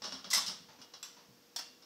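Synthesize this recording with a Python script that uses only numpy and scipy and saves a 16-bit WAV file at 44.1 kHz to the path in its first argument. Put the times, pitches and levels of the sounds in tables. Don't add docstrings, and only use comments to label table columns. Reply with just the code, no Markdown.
import sys
import numpy as np
from scipy import signal
from scipy.fft import rfft, irfft
from scipy.io import wavfile
from scipy.ndimage import uniform_filter1d, map_coordinates

SR = 44100
rng = np.random.default_rng(int(sys.argv[2]) if len(sys.argv) > 2 else 0)


def log_audio(samples):
    frames = np.atleast_2d(samples).T
    limited = np.clip(frames, -1, 1)
    pcm = np.round(limited * 32767).astype(np.int16)
    wavfile.write(sys.argv[1], SR, pcm)


N = 81585
T = np.arange(SR) / SR
HZ = np.fft.rfftfreq(2 * SR, 1 / SR)

# frequency in Hz, relative level in dB.
AIR_EQ = [(25, -40), (221, -9), (312, -11.5), (468, -15.5), (515, -13.5), (624, -17), (2500, -22.5),
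          (3250, -61), (5500, -120)]
HISS_EQ = [(1500, -9), (2800, 1.5), (4000, 1.5), (5500, 6.5), (7000, -2.5), (9800, -11), (12500, -4),
           (15500, -6)]
# frequency in Hz, level in dB.
HUM_TONES = [(253, -95), (479, -74)]
# frequency in Hz, 60 dB decay time in seconds.
ROOM_DECAY = [(100, 1), (300, 0.34), (1000, 0.49), (3000, 0.52), (5500, 0.4), (8000, 0.39), (14000, 0.24)]

# start in seconds, level in dB, contact decay time in seconds,
# boom pitch in Hz.
THUMP_HITS = [(.01, -60.5, 0.55, 200), (.075, -55.5, 0.13, 194), (0.124, -56.5, 0.4, 270),
              (0.242, -53, 0.043, 193.5), (0.362, -54, 0.2, 252.5), (0.473, -53.5, 0.28, 215),
              (0.593, -60.5, 0.075, 156.5), (0.679, -60.5, 0.084, 160), (0.787, -64, 0.17, 153),
              (1.283, -59.5, 0.15, 127)]
# start in seconds, level in dB, contact decay time in seconds.
KNOCK_HITS = [(0.685, -58.5, 0.41), (.7866, -58, 0.067), (1.167, -59, 0.067)]
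# start in seconds, level in dB, contact decay time in seconds,
# low-mid gain in dB, treble gain in dB, ring level in dB, favoured ring frequency in Hz.
TICK_HITS = [(.0199, -36.5, 0.026, 3, -3, -19, 5200), (.039, -41, 0.35, 3, -0.5, -19, 2885),
             (.1221, -35, 0.021, 3.5, -0.5, -10, 5500), (.172, -47.5, 0.014, -5, 1, -14, 5690),
             (.2433, -39, 0.021, 6, -2.5, -17, 3335), (.4633, -33, 0.047, -18, 7, -21, 3950),
             (.481, -34.5, 0.045, -4, 4, -9.5, 4965), (.496, -41, 0.042, 5, 9, -24, 5690),
             (.508, -54, 0.022, 0, 7, -16, 4965), (.815, -51.5, 0.11, 4, 3, -5, 2885),
             (.9368, -47, 0.092, 4, -2.5, -5.5, 3950), (1.8223, -58.5, 0.17, 3, -2, -7, 4270)]
CLATTER_HITS = [(.303, -32, 0.077, -31, 2.5, -25, 4150), (.311, -33.5, 0.079, -1, 6.5, -30, 5418),
                (.3315, -24.5, 0.059, -2.5, 1, -11, 2010), (.335, -26.5, 0.047, 5, 10.5, -11.5, 5104),
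                (.347, -24, 0.064, -7.5, 0, -21.5, 5715), (.364, -33, 0.027, 6, -3, -16, 5418),
                (.376, -34.5, 0.082, 7.5, 5, -31, 3400)]
SNAP_HITS = [(1.0283, -36.5, 0.028, -4, 3.5, -8, 7472)]
CLANK_HITS = [(1.5616, -28, 0.032, -0.5, 1.5, -12.5, 3470), (1.591, -40.5, 0.057, 9, 3, -9.5, 2767)]

# frequency in Hz, relative level in dB.
THUMP_EQ = [(40, -42), (70, -18), (105, -8.5), (150, -11.5), (195, 1.5), (225, -4), (265, 2), (320, -17.5),
            (600, -20), (1500, -41), (5000, -62)]
TICK_EQ = [(210, -40.5), (350, -16), (572, -6.5), (681, -9), (1190, -7.5), (2450, -16), (2900, -7.5),
           (4570, -3.5), (5440, 1.5), (6200, -9), (6800, -15.5), (14500, -37.5), (15500, -28)]
CLATTER_EQ = [(200, -50), (400, -29), (650, -14.5), (950, -10.5), (1250, -8.5), (1550, -11), (2020, -10),
              (2500, -14), (3400, -4), (4700, -5.5), (5100, 3), (5700, -1.5), (7600, -14), (8450, -13),
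              (9600, -24.5), (11700, -17), (13000, -26), (15500, -29)]
KNOCK_EQ = [(60, -23), (400, -5), (800, 1.5), (945, 5), (1100, -2.5), (2100, -7), (3000, -7), (6000, -4),
            (12000, -62)]
SNAP_EQ = [(150, -43), (1000, -1.5), (1550, -1.5), (2300, -10.5), (2700, -2.5), (4000, -3), (4700, -2.5),
           (5900, 5.5), (6700, -14), (7500, -3), (9000, -24.5), (12500, -13), (15500, -32)]
CLANK_EQ = [(70, -71), (250, -22), (450, -26), (700, -12), (1100, -15), (1550, -10), (2450, -15),
            (3500, -4.5), (4000, -11), (4400, -1.5), (5650, 0), (6150, -8), (10000, -23), (15500, -23.5)]

# frequency in Hz, relative level in dB, decay time in seconds.
JOINT_MODES = [(2885, -11, .52), (3165, -13, .5), (3335, -7, .5), (3950, -6, .25), (4270, -6, .25),
               (4965, -2, .22), (5430, -2, .22), (5512, -2, .2), (5690, -1, .26)]
FRAME_MODES = [(1130, -1, .12), (1987, 1, .14), (2037, 3, .13), (3400, -2, .38), (3853, -4, .35),
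               (4120, -3, .35), (5104, -1, .3), (5418, 0, .3), (5577, -2, .16), (5715, -2, .26),
               (6272, -4, .2), (8120, -1, .15), (8470, 1, .16), (11540, -9, .14)]
SNAP_MODES = [(1550, -2, .09), (2680, 2, .08), (3400, 0, .09), (4005, -4, .25), (5749, 0, .15),
              (7472, -7, .085)]
CLANK_MODES = [(700, -8, .15), (942, -10, .35), (2767, -17, .65), (3257, -9, .3), (3520, -11, .13),
               (4340, -1, .2), (4500, -4, .3), (4660, -7, .4), (5539, 1, .26)]

ATTACK_S, ROOM_BUILD_S = 0.00033, 0.0055
WALLS_DB, WALL_LOSS_DB_PER_S = -13.5, 127
LOW_MID_HZ, TREBLE_HZ, TOP_HZ = 2180, 6730, 15700


def amp(db):
    return 10 ** (np.asarray(db) / 20)


def unit_rms(x):
    return x / np.sqrt(np.mean(x ** 2) + 1e-20)


def curve(points, hz):
    point_hz, values = np.transpose(points)
    return np.interp(np.log(hz + 1), np.log(point_hz + 1), values)


def eq_gain(eq):
    return unit_rms(amp(curve(eq, HZ)))


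def add(track, start_s, x):
    part = track[max(0, round(start_s * SR)):][:len(x)]
    part += x[:len(part)]


def filtered(x, gain):
    cepstrum = irfft(np.log(np.maximum(gain, 1e-6)))
    cepstrum[1:SR] *= 2
    cepstrum[SR + 1:] = 0
    return irfft(rfft(x, 2 * SR) * np.exp(rfft(cepstrum)))[:SR]


def room_tone(air_db=-68.5, hiss_db=-66.5, air_top_hz=2720):
    def noise(gain):
        return unit_rms(irfft(rfft(rng.standard_normal(2 * SR)) * gain)[:N])

    t = np.arange(N) / SR
    air = noise(eq_gain(AIR_EQ) / (1 + (HZ / air_top_hz) ** 4))
    hum = sum(amp(db) * unit_rms(np.sin(2 * np.pi * (hz * t + rng.random()))) for hz, db in HUM_TONES)
    hiss = noise(eq_gain(HISS_EQ))
    return amp(air_db) * air + amp(hiss_db) * hiss + hum


def wall_reflections(x, count=14):
    out = x.copy()
    for delay_s, sign in zip(rng.uniform(.003, .035, count), rng.choice([-1, 1], count)):
        add(out, delay_s, amp(WALLS_DB - WALL_LOSS_DB_PER_S * delay_s) * sign * x)
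    return out


def room_tail():
    hz, t, spectrum = signal.stft(rng.standard_normal(SR), SR, nperseg=256)
    decay = amp(-60 * t / curve(ROOM_DECAY, hz)[:, None])
    tail = signal.istft(spectrum * decay, SR, nperseg=256)[1][:SR]
    return tail * (1 - np.exp(-T / ROOM_BUILD_S))


def contact(gain, room_db, t60, chatter_db=-1.5):
    chatter = amp(chatter_db * unit_rms(uniform_filter1d(rng.standard_normal(SR), size=24)))
    envelope = amp(-60 * T / t60) * (1 - np.exp(-T / ATTACK_S))
    burst = unit_rms(rng.standard_normal(SR) * chatter * envelope) * np.sqrt(np.mean(envelope ** 2))
    return filtered(wall_reflections(burst) + amp(room_db) * room_tail(), gain)


def weight_thumps(boom_db=7.5, boom_t60=0.16, boom_rise_s=0.016):
    out = np.zeros(N)
    boom_envelope = amp(boom_db - 60 * T / boom_t60) * (1 - np.exp(-T / boom_rise_s))
    for start_s, db, t60, boom_hz in THUMP_HITS:
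        thud = contact(eq_gain(THUMP_EQ), room_db=-6, t60=t60)
        boom = boom_envelope * np.sin(2 * np.pi * boom_hz * T)
        add(out, start_s, amp(db) * (thud + boom))
    return out


def dense_resonances(ripple_db=2.7, width_hz=60):
    knots = rng.standard_normal(int(HZ[-1] / width_hz) + 4)
    ripple = np.clip(map_coordinates(knots, [HZ / width_hz]), -2, 2)
    depth_db = ripple_db * HZ / (HZ + 500)
    gain = amp(depth_db * ripple)
    return gain / np.sqrt(uniform_filter1d(gain ** 2, size=1600))


def metal_ring(modes, main_hz, favour_db=10, width_hz=160):
    out = np.zeros(SR)
    for hz, db, t60 in modes:
        boost_db = favour_db * np.exp(-((hz - main_hz) / width_hz) ** 2)
        envelope = amp(db + boost_db + rng.standard_normal() - 60 * T / t60)
        out += envelope * np.sin(2 * np.pi * (hz * T + rng.random()))
    return out * (1 - np.exp(-T / ATTACK_S)) / 2


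def contact_tilt(low_db, treble_db):
    low_shelf = 1 / (1 + (HZ / LOW_MID_HZ) ** 4)
    high_shelf = 1 - 1 / (1 + (HZ / TREBLE_HZ) ** 8)
    return amp(low_db * low_shelf + treble_db * high_shelf)


def metal_hits(hits, eq, modes, room_db):
    out = np.zeros(N)
    part_gain = eq_gain(eq) * dense_resonances()
    for start_s, db, t60, low_db, treble_db, ring_db, main_hz in hits:
        ring = amp(ring_db) * metal_ring(modes, main_hz)
        strike = contact(part_gain, room_db, t60)
        add(out, start_s, amp(db) * filtered(strike + ring, contact_tilt(low_db, treble_db)))
    return out


def joint_ticks():
    return metal_hits(TICK_HITS, TICK_EQ, JOINT_MODES, room_db=-9.5)


def loose_clatter():
    return metal_hits(CLATTER_HITS, CLATTER_EQ, FRAME_MODES, room_db=-8.5)


def soft_knocks():
    out = np.zeros(N)
    for start_s, db, t60 in KNOCK_HITS:
        add(out, start_s, amp(db) * contact(eq_gain(KNOCK_EQ), room_db=1, t60=t60))
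    return out


def light_snap():
    return metal_hits(SNAP_HITS, SNAP_EQ, SNAP_MODES, room_db=-10)


def sharp_clank():
    return metal_hits(CLANK_HITS, CLANK_EQ, CLANK_MODES, room_db=-13.5)


def scene():
    metal = joint_ticks() + loose_clatter() + light_snap() + sharp_clank()
    movement = soft_knocks() + weight_thumps()
    return (metal + movement + room_tone())[None]


def record(dry):
    return irfft(rfft(dry, 2 * SR) * (HZ < TOP_HZ))[:, :N]


dry = scene()
out = record(dry)
log_audio(out)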